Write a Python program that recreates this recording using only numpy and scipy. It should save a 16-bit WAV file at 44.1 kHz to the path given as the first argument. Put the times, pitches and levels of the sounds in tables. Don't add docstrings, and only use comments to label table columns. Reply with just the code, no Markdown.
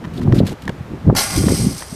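import sys
import numpy as np
from scipy import signal
from scipy.fft import rfft, irfft
from scipy.io import wavfile
from scipy.ndimage import uniform_filter1d, minimum_filter1d

SR = 44100
rng = np.random.default_rng(int(sys.argv[2]) if len(sys.argv) > 2 else 0)


def pcm_store(signal):
    levels = np.round(np.clip(np.atleast_2d(signal), -1, 1) * 32767)
    wavfile.write(sys.argv[1], SR, levels.astype(np.int16).T)


N = 85995
T = np.arange(N) / SR
KNOCK_DECAY_S, CLICK_DECAY_S = 0.0078, 0.0033
DUNK = dict(start_s=1.159, attack_s=0.0064, hold_s=0.036)

# start_s, level_db (in all tables, levels are relative)
RIM_HITS = [(1.151, -2.5), (1.168, -7.5), (1.184, -1.5), (1.335, -11), (1.56, -19)]
# pitch_hz, level_db, ring_s
RIM_NOTES = [(539, -35.5, 0.73), (774.7, -27, 0.78), (1200, -55, 0.92), (1375, -33, 0.55),
             (1445, -35, 0.64), (1620, -32, 0.43), (1750, -29, 0.18), (2220, -37, 0.6), (2360, -37, 0.57),
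             (3208, -45, 1.9), (4760, -36, 1.2), (4755, -33, 0.58), (5360, -42, 1), (6107, -34, 0.71)]
# frequency_hz, level_db
KNOCK_TONE = [(300, 6.5), (800, 6.5), (1700, 0), (3500, -15.5)]


def rim():
    out = 0
    for hit in RIM_HITS:
        steel = notes(RIM_NOTES)
        knock = amp(-15) * shape_tone(burst(KNOCK_DECAY_S), KNOCK_TONE)
        out += ring(strikes([hit]), steel + knock)
    return out


# frequency_hz, level_db
CRASH_TONE = [(700, 1), (2400, -6.5), (4500, 9), (7000, 1), (14000, -3.5)]


def chain_crash():
    hits = amp(-14) * collisions(per_s=5000) * envelope(**DUNK, fade_s=0.015)
    return shape_tone(ring(hits, unit_energy(burst(CLICK_DECAY_S))), CRASH_TONE)


# time_s, level_db
SHAKE = [(1.16, -34.5), (1.21, -21), (1.26, -27.5), (1.31, -27.5), (1.36, -25), (1.45, -31.5),
         (1.51, -27.5), (1.58, -27.5), (1.65, -32.5), (1.74, -35), (1.78, -30), (1.83, -42), (1.95, -38)]
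# pitch_hz, spread_hz, level_db, ring_s
LINK_NOTES = [(2280, 203, -11.5, 0.093), (4505, 470, -3, 0.14), (5325, 260, -0.5, 0.085),
              (5960, 250, -0.5, 0.11), (8275, 136, -2, 0.23), (9530, 143, -8.5, .16),
              (10210, 140, -6.5, .17)]
# frequency_hz, level_db
CLICK_TONE = [(400, -16), (800, -12), (2000, -7.5), (3000, 0.5), (4700, 2.5), (6000, 0.5), (6700, 4),
              (10000, 0.5), (14000, -4)]


def chain_jangle(strands=12, hits_per_s=1100):
    shake = curve(SHAKE) * (T > RIM_HITS[0][0] - 0.002)
    clicks, ringing = 0, 0
    for _ in range(strands):
        hits = collisions(hits_per_s / strands) * shake / np.sqrt(strands)
        link = notes([(hz + spread * rng.uniform(-1, 1), db, ring_s)
                      for hz, spread, db, ring_s in LINK_NOTES * 2])
        ringing += ring(hits, unit_energy(link))
        clicks += ring(hits, unit_energy(burst(CLICK_DECAY_S)))
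    return amp(-2) * shape_tone(clicks, CLICK_TONE) + amp(-0.5) * ringing


# frequency_hz, level_db
BOARD_TONE = [(350, -14.5), (600, 1.5), (900, -7), (1500, -4.5), (2300, -4.5), (3500, -15.5)]


def backboard():
    hits = collisions(per_s=1100) * envelope(**DUNK, fade_s=0.25)
    clatter = ring(hits, unit_energy(burst(KNOCK_DECAY_S)))
    return amp(-24) * shape_tone(clatter, BOARD_TONE)


# start_s, smack_db, skin_db
SLAPS = [(0.6787, -15.5, -10), (0.6933, -16.5, -22.5)]
# frequency_hz, level_db
SLAP_TONE = [(300, 10.5), (900, 4.5), (1750, 4), (2200, -6), (3300, -6), (3900, -9), (5200, -13),
             (13000, -27)]


def ball_slap(skin_hz=1760, ring_s=0.013):
    smack = sum(ring(strikes([(s, db)]), burst(decay_s=0.0031)) for s, db, _ in SLAPS)
    skin_hits = strikes([(s, db) for s, _, db in SLAPS])
    skin = ring(skin_hits, notes([(skin_hz, 0, ring_s)]))
    return shape_tone(smack, SLAP_TONE) + skin


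# start_s, level_db
STEPS = [(.041, -28), (.047, -25.5), (.052, -25.5), (.217, -26.5), (.3238, -16), (1.484, -13),
         (1.823, -20.5)]
# frequency_hz, level_db
STEP_TONE = [(200, -2), (700, -0.5), (1400, 7.5), (2400, -11.5), (4500, -10), (9000, -32), (14000, -30)]


def footsteps():
    return shape_tone(ring(strikes(STEPS), burst(decay_s=0.0024)), STEP_TONE)


# start_s, length_s, level_db
SQUEAKS = [(.172, 0.0081, -37), (.383, 0.015, -33.5)]


def shoe_squeaks(pitch_hz=3760, width_hz=1350):
    edges_hz = [pitch_hz - width_hz / 2, pitch_hz + width_hz / 2]
    band = signal.butter(2, edges_hz, "bandpass", fs=SR, output="sos")
    return signal.sosfilt(band, rubbing(SQUEAKS)) * np.sqrt(SR / 2 / width_hz)


# start_s, length_s, level_db
SCUFFS = [(0.134, 0.063, -45), (0.211, 0.027, -44), (0.341, 0.031, -31.5), (0.376, 0.021, -34.5),
          (.448, 0.029, -42.5), (0.465, 0.017, -31.5), (0.486, 0.044, -39), (0.619, 0.0036, -36.5),
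          (0.635, 0.0027, -39), (0.651, 0.0044, -44)]
# frequency_hz, level_db
SCUFF_TONE = [(600, -9), (1400, -0.5), (2500, -1.5), (4000, -1.5), (5500, -7.5), (9000, -11),
              (14000, -15.5)]


def shoe_scuffs():
    return shape_tone(rubbing(SCUFFS), SCUFF_TONE)


# time_s, level_db
GUSTS = [(0.0, -38.5), (0.064, -25.5), (0.102, -32.5), (0.28, -14.5), (0.39, -12.5), (0.434, -12),
         (0.476, -27.5), (0.53, -25), (0.58, -52), (0.67, -26.5), (0.732, -35), (0.884, -38), (0.928, -23),
         (1.0, -40.5), (1.045, -27.5), (1.09, -2), (1.15, -23.5), (1.238, -36.5), (1.336, -29.5),
         (1.378, -13), (1.425, -17), (1.535, -15.5), (1.575, -26.5), (1.6, -16.5), (1.666, -17.5),
         (1.76, -33), (1.83, -54), (1.95, -37)]
# frequency_hz, level_db
WIND_TONE = [(15, -17), (25, -20), (86, -1), (142, -1), (252, -5.5), (331, -10), (662, -21), (850, -25),
             (1270, -40), (2500, -51), (3250, -59), (5500, -120)]


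def wind(top_hz=2000, split_hz=430):
    gust = curve(GUSTS)
    flow = shape_tone(noise(), WIND_TONE)
    flow = signal.sosfilt(signal.butter(2, top_hz, fs=SR, output="sos"), flow)
    flow /= np.sqrt(uniform_filter1d(flow ** 2, size=1500))
    big = signal.sosfiltfilt(signal.butter(2, split_hz, fs=SR, output="sos"), flow)
    growth = (gust / gust.max()) ** 0.16
    small = (flow - big) * flicker(spread_db=6, per_s=110) * growth
    return amp(1.5) * gust * (big + small)


# peak_s, level_db, pitch_hz
THUMPS = [(0.283, -5.5, 130), (0.331, -2, 117), (.338, 1.5, 294), (.405, -2.5, 433), (0.696, -11.5, 157),
          (0.811, -15.5, 146), (1.069, -6, 185), (1.089, -6.5, 167), (1.0992, 1, 510), (1.128, -5, 370),
          (1.441, -7, 335), (1.470, 0, 203), (1.482, -5.5, 376), (1.523, -4, 352), (1.671, -1.5, 192),
          (1.929, -17, 187)]
# frequency_hz, level_db
CRACK_TONE = [(400, 0), (900, 5), (1600, -15), (5000, -51)]


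def wind_thumps(width_cycles=0.44, crack_s=1.098, crack_db=-6.5):
    thumps = 0
    for peak_s, db, hz in THUMPS:
        cycles = (T - peak_s) * hz
        swell = np.exp(-0.5 * (cycles / width_cycles) ** 2)
        thumps += amp(db) * swell * np.cos(2 * np.pi * (cycles + rng.random()))
    crack = ring(strikes([(crack_s, crack_db)]), burst(decay_s=0.0058))
    return thumps + shape_tone(crack, CRACK_TONE)


# frequency_hz, level_db
AIR_TONE = [(35, -19), (60, 1.5), (119, -3.5), (332, -12.5), (447, -8.5), (1570, -16.5), (2110, -21),
            (12800, -43.5), (14000, -38)]


def open_air():
    return amp(-38.5) * unit_level(shape_tone(noise(), AIR_TONE))


def amp(db):
    return 10 ** (np.asarray(db) / 20)


def unit_level(x):
    return x / np.sqrt(np.mean(x ** 2))


def unit_energy(x):
    return x / np.linalg.norm(x)


def noise():
    return rng.standard_normal(N)


def curve(rows):
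    return amp(np.interp(T, *np.array(rows).T))


def shape_tone(x, points):
    hz, db = np.array(points).T
    grid_hz = np.arange(N + 1) * SR / (2 * N)
    gain = unit_level(amp(np.interp(np.log(grid_hz + 1), np.log(hz), db)))
    cepstrum = irfft(np.log(gain))[:N] * np.r_[1, np.full(N - 1, 2)]
    return irfft(rfft(x, 2 * N) * np.exp(rfft(cepstrum, 2 * N)))[:N]


def flicker(spread_db, per_s):
    step = max(int(SR / per_s), 1)
    jumps = np.repeat(rng.standard_normal(N // step + 1), step)
    drift = unit_level(uniform_filter1d(jumps, step)[:N])
    return unit_level(amp(spread_db * drift))


def envelope(start_s, attack_s, hold_s, fade_s):
    rise = np.clip((T - start_s) / attack_s, 0, 1)
    return rise * np.exp(-np.maximum(T - start_s - hold_s, 0) / fade_s)


def strikes(rows):
    out = np.zeros(N)
    for start_s, db in rows:
        out[int(start_s * SR)] += amp(db)
    return out


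def ring(hits, response):
    return signal.fftconvolve(hits, response)[:N]


def notes(rows):
    return sum(amp(db) * np.sin(2 * np.pi * (hz * T + rng.random())) * np.exp(-np.log(1000) * T / ring_s)
               for hz, db, ring_s in rows)


def burst(decay_s):
    return noise() * np.exp(-T / decay_s)


def collisions(per_s, spread_db=3.5):
    spikes = (rng.random(N) < per_s / SR) * np.sign(noise())
    return unit_level(spikes * amp(spread_db * np.clip(noise(), -2, 2)))


def rubbing(rows):
    pressure = sum(amp(db) * envelope(start_s, attack_s=0.0032, hold_s=length_s, fade_s=0.0042)
                   for start_s, length_s, db in rows)
    return pressure * noise() * flicker(spread_db=2.5, per_s=900)


def scene():
    play = footsteps() + shoe_squeaks() + shoe_scuffs() + ball_slap()
    play += rim() + backboard() + chain_crash() + chain_jangle()
    echo = amp(-26.5) * ring(play, unit_energy(burst(decay_s=0.022)))
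    return (play + echo + open_air() + wind() + wind_thumps())[None]


def record(dry):
    limit, recover_s, top_hz = 0.99, 0.071, 13900
    fall = T / recover_s
    log_level = np.log(np.maximum(np.abs(dry), limit))
    peak = np.exp(np.maximum.accumulate(log_level + fall, axis=-1) - fall)
    gain = minimum_filter1d(limit / peak, size=200)
    smooth_gain = uniform_filter1d(uniform_filter1d(gain, size=100), size=100)
    return signal.sosfilt(signal.ellip(10, 0.2, 70, top_hz, fs=SR, output="sos"), dry * smooth_gain)


dry = scene()
out = record(dry)
pcm_store(out)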